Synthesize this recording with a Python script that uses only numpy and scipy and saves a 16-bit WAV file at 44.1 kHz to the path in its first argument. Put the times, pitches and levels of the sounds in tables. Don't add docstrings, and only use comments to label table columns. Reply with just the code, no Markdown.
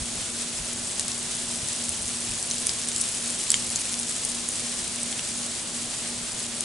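import sys
import numpy as np
from scipy import signal
from scipy.fft import rfft, irfft
from scipy.io import wavfile

SR = 44100
rng = np.random.default_rng(int(sys.argv[2]) if len(sys.argv) > 2 else 0)


def inscribe(sig):
    pcm = np.round(np.clip(np.atleast_2d(sig).T, -1, 1) * 32767)
    wavfile.write(sys.argv[1], SR, pcm.astype(np.int16))


N = 292824
TIME_S = np.arange(N) / SR
FREQS_HZ = np.fft.rfftfreq(N, 1 / SR)

# frequency in Hz, relative density in dB per Hz.
RUMBLE_SPECTRUM = [(15, -11), (30, -6), (55, -6), (85, -1), (130, -2.1), (200, 0), (300, -3), (450, -5),
                   (700, -6), (1100, -10.5), (2500, -23)]
# frequency in Hz, correlation (0 to 1).
RUMBLE_LIKENESS = [(30, 1), (150, 0.96), (400, 0.81), (1100, 0.67)]
# multiple of the shaft rate, rms level in dB before wander.
SHAFT_LINES = [(2, -71), (4, -46.5), (6, -62.5), (11, -60.5)]
# multiple of the mains rate, rms level in dB before wander.
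MAINS_LINES = [(2, -59), (4, -51.5), (6, -59.5), (10, -59.5)]
# centre in seconds, level in dB, half length (to 1/e) in seconds.
MIC_BUMPS = [(.01, -37.5, 0.034), (.18, -48, 0.067), (0.613, -41.5, 0.052), (1.637, -38, 0.012),
             (1.907, -43, .02), (2.048, -44, .05), (2.31, -39, 0.024)]
# frequency in Hz, relative density in dB per Hz.
HISS_SPECTRUM = [(400, -22), (1000, -10), (1700, -7), (2500, -5), (3300, -3), (4300, -2.5), (5300, -3),
                 (6500, -1.5), (8100, 0.5), (9500, -1.5), (11000, -7.5)]
# frequency in Hz, correlation (0 to 1).
HISS_LIKENESS = [(500, 0.43), (1200, 0.62), (3000, 0.61), (4300, 0.43), (6500, 0.57), (8200, 0.8),
                 (11000, 0.88)]
# multiple of the main ring, level in dB before random spread.
SPOT_MODES = [(0.702, -5.5), (0.996, 1.5), (1.15, -6.5), (1.37, -7), (2.2, 1)]
# start in seconds, relative peak in dB, main ring in Hz,
# t60 in seconds, left minus right in dB.
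CLOSE_PELLETS = [(0.996, -3.5, 8340, 0.00075, 1), (1.0818, -6, 8400, 0.0011, 2),
                 (1.1178, -13, 5660, 0.0036, 2), (1.686, -9, 8700, 0.004, 4), (1.8919, -7, 8860, 0.0061, 2),
                 (2.427, -11, 8310, 0.0036, 3), (2.5115, -7.5, 6250, 0.0053, 1),
                 (2.6692, 1, 9430, 0.0016, -1), (2.6932, -6, 5200, 0.0041, 2),
                 (2.8869, -4.5, 8700, 0.002, 1), (2.962, -8, 7650, 0.004, 1),
                 (3.0137, -2.5, 9300, 0.0028, 1), (3.5034, 2.5, 7900, 0.0029, 1),
                 (3.5176, 1.5, 8750, 0.0015, 0), (3.542, -5, 3180, 0.0072, 0),
                 (3.7593, -7, 6700, 0.0034, 3), (3.991, -11, 8300, 0.004, 4),
                 (3.9981, -9, 10000, 0.0025, -1), (4.25, -8, 8950, 0.008, 3), (4.488, -10, 9400, 0.0063, 1),
                 (5.0316, -9.5, 8400, 0.005, 1), (5.127, -18.5, 3500, 0.0055, 4),
                 (5.1936, -19.5, 2880, 0.0063, 3), (6.6076, -4, 9130, 0.0034, 1.5)]

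SHAFT_HZ, MAINS_HZ, IN_STEP_S = 59.277, 59.975, .056
WHINE_DIP_S, WHINE_DIP_HALF_S, WHINE_DIP_DB, WHINE_DB = 3.5, 1, -8, 0
SWELL_PEAK_S, SWELL_RISE_S, SWELL_DB, EBB_DB_PER_S = 3.56, 1.7, 2.5, 1.1
TOP_HZ = 11000


def undb(db):
    return 10 ** (np.asarray(db) / 20)


def level(x, rms_db):
    return x * undb(rms_db) / np.sqrt(np.mean(x ** 2))


def highpass(x, cutoff_hz):
    return signal.sosfilt(signal.butter(4, cutoff_hz, "high", fs=SR, output="sos"), x)


def over_hz(points):
    hz, value = np.transpose(points)
    return np.interp(np.log(FREQS_HZ + 1), np.log(hz), value)


def walk(rate_hz):
    spectrum = rfft(rng.standard_normal(N)) * np.exp(-(FREQS_HZ / rate_hz) ** 2)
    return level(irfft(spectrum, N), 0)


def diffuse(spectrum, likeness):
    mid, side = rfft(rng.standard_normal((2, N))) * undb(over_hz(spectrum))
    shared = np.clip(over_hz(likeness), 0, 1)
    mid = mid * np.sqrt(1 + shared)
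    side = side * np.sqrt(1 - shared)
    return level(irfft([mid + side, mid - side], N), 0)


def distant_rumble():
    return undb(-42.0) * diffuse(RUMBLE_SPECTRUM, RUMBLE_LIKENESS)


def whine():
    return WHINE_DB + WHINE_DIP_DB * np.exp(-((TIME_S - WHINE_DIP_S) / WHINE_DIP_HALF_S) ** 2)


def motor():
    hum, whine_db = 0, whine()
    for rate_hz, lines in ((SHAFT_HZ, SHAFT_LINES), (MAINS_HZ, MAINS_LINES)):
        turns = rate_hz * (TIME_S - IN_STEP_S) + .003 * walk(3)
        for multiple, rms_db in lines:
            order = round(multiple)
            wander_db = .8 * walk(2) + whine_db * (order >= 10)
            line = level(np.cos(2 * np.pi * order * turns), rms_db)
            hum = hum + line * undb(wander_db)
    return hum


def bumps():
    band = signal.butter(2, [20, 105], "band", fs=SR, output="sos")
    shared, side = signal.sosfilt(band, rng.standard_normal((2, N)))
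    low = shared + undb(-16) * np.array([side, -side])
    envelope = sum(undb(db) * np.exp(-((TIME_S - s) / half_s) ** 2) for s, db, half_s in MIC_BUMPS)
    return level(low, 0) * envelope


def impacts(start_s, peak_db, ring_hz, t60_s, pan_db, contact_s, lag_s, unevenness=0.085, samples=320):
    count = len(start_s)
    offsets = np.arange(samples)
    lag = lag_s * rng.standard_normal((count, 1))
    port_delay_s = np.array([np.maximum(lag, 0), np.maximum(-lag, 0)])
    t = np.maximum(offsets / SR - port_delay_s, 0)
    ring = 0
    for ratio, mode_db in SPOT_MODES:
        detune, weight_db = rng.standard_normal((count, 2)).T
        mode_hz = (ring_hz * ratio ** (1 + unevenness * detune))[:, None]
        gain = undb(mode_db + weight_db[:, None]) * (mode_hz < SR / 2)
        ring = ring + gain * np.sin(2 * np.pi * mode_hz * t)
    attack = 1 - np.exp(-t / contact_s)
    decay = np.exp(-np.log(1000) * t / t60_s[:, None])
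    shape = attack * decay
    shape = shape / shape.max(axis=2, keepdims=True)
    port_db = peak_db + np.array([pan_db, -pan_db]) / 2
    ring = ring * shape * undb(port_db)[..., None]
    where = (np.round(start_s * SR).astype(int)[:, None] + offsets).ravel()
    where = np.maximum(where, 0)
    return np.array([np.bincount(where, port.ravel(), N)[:N] for port in ring])


def fall():
    since_s = TIME_S - SWELL_PEAK_S
    rise_db = SWELL_DB * np.exp(-(np.minimum(since_s, 0) / SWELL_RISE_S) ** 2)
    return rise_db - EBB_DB_PER_S * np.maximum(since_s, 0)


def far_hiss(swell_db):
    return diffuse(HISS_SPECTRUM, HISS_LIKENESS) * undb(-31.5 + 0.33 * swell_db + 0.85 * walk(23))


def patter(centre_hz, octaves, spread_db, t60_s, pan_db, lag_s, count):
    when, strength, pitch = rng.random((count, 3)).T
    damping, side = rng.standard_normal((count, 2)).T
    peak_db = -spread_db * np.log(strength + 0.07)
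    ring_hz = centre_hz * 2 ** (octaves * np.arcsin(2 * pitch - 1))
    hits = impacts(when * N / SR, peak_db, ring_hz, t60_s * np.exp(.3 * damping), pan_db + 1.6 * side,
                   contact_s=.00008, lag_s=lag_s, samples=220)
    return level(highpass(hits, 2220), 0)


def stray_pellets(top_db, spread_db, top_hz, octaves, t60_s, pan_db, count):
    when, strength, dullness, side = rng.random((count, 4)).T
    start_s = (np.arange(count) + when) / count * N / SR
    peak_db = top_db - spread_db * strength
    ring_hz = top_hz * 2 ** (-octaves * dullness ** 4)
    hits = impacts(start_s, peak_db, ring_hz, np.full(count, t60_s), pan_db * 2 * side,
                   contact_s=.0001, lag_s=.000005)
    return highpass(hits, 1960)


def close_ticks():
    hits = impacts(*np.transpose(CLOSE_PELLETS), contact_s=.0001, lag_s=.000005,
                   unevenness=0.061, samples=500)
    direct = highpass(hits, 1300)
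    age_s = TIME_S[:SR // 10]
    scatter = rng.standard_normal((2, len(age_s))) * np.exp(-age_s / 0.012)
    scatter /= np.sqrt(np.sum(scatter ** 2, axis=1, keepdims=True))
    tail = signal.fftconvolve(direct, scatter, axes=1)[:, :N]
    return undb(-4.5) * direct + undb(-12) * tail


def sleet():
    fall_db = fall()
    swell_db = fall_db - fall_db.mean()
    hiss = far_hiss(swell_db)
    crisp = patter(centre_hz=8500, octaves=0.23, spread_db=4.0, t60_s=0.0046, pan_db=2.0,
                   lag_s=.000006, count=3600)
    dull = patter(centre_hz=4904, octaves=0.72, spread_db=2.5, t60_s=0.0077, pan_db=-0.5,
                  lag_s=.00002, count=1600)
    strays = stray_pellets(top_db=-14.5, spread_db=10.5, top_hz=8760, octaves=0.74, t60_s=0.0018,
                           pan_db=3.0, count=30)
    flurry = undb(1.6 * swell_db + 1.4 * walk(16))
    near = flurry * (undb(-33.0) * crisp + undb(-43.5) * dull)
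    return hiss + near + undb(swell_db) * strays


def scene():
    return distant_rumble() + motor() + bumps() + close_ticks() + sleet()


def record(dry):
    return signal.sosfilt(signal.ellip(10, .2, 70, TOP_HZ, fs=SR, output="sos"), dry)


dry = scene()
out = record(dry)
inscribe(out)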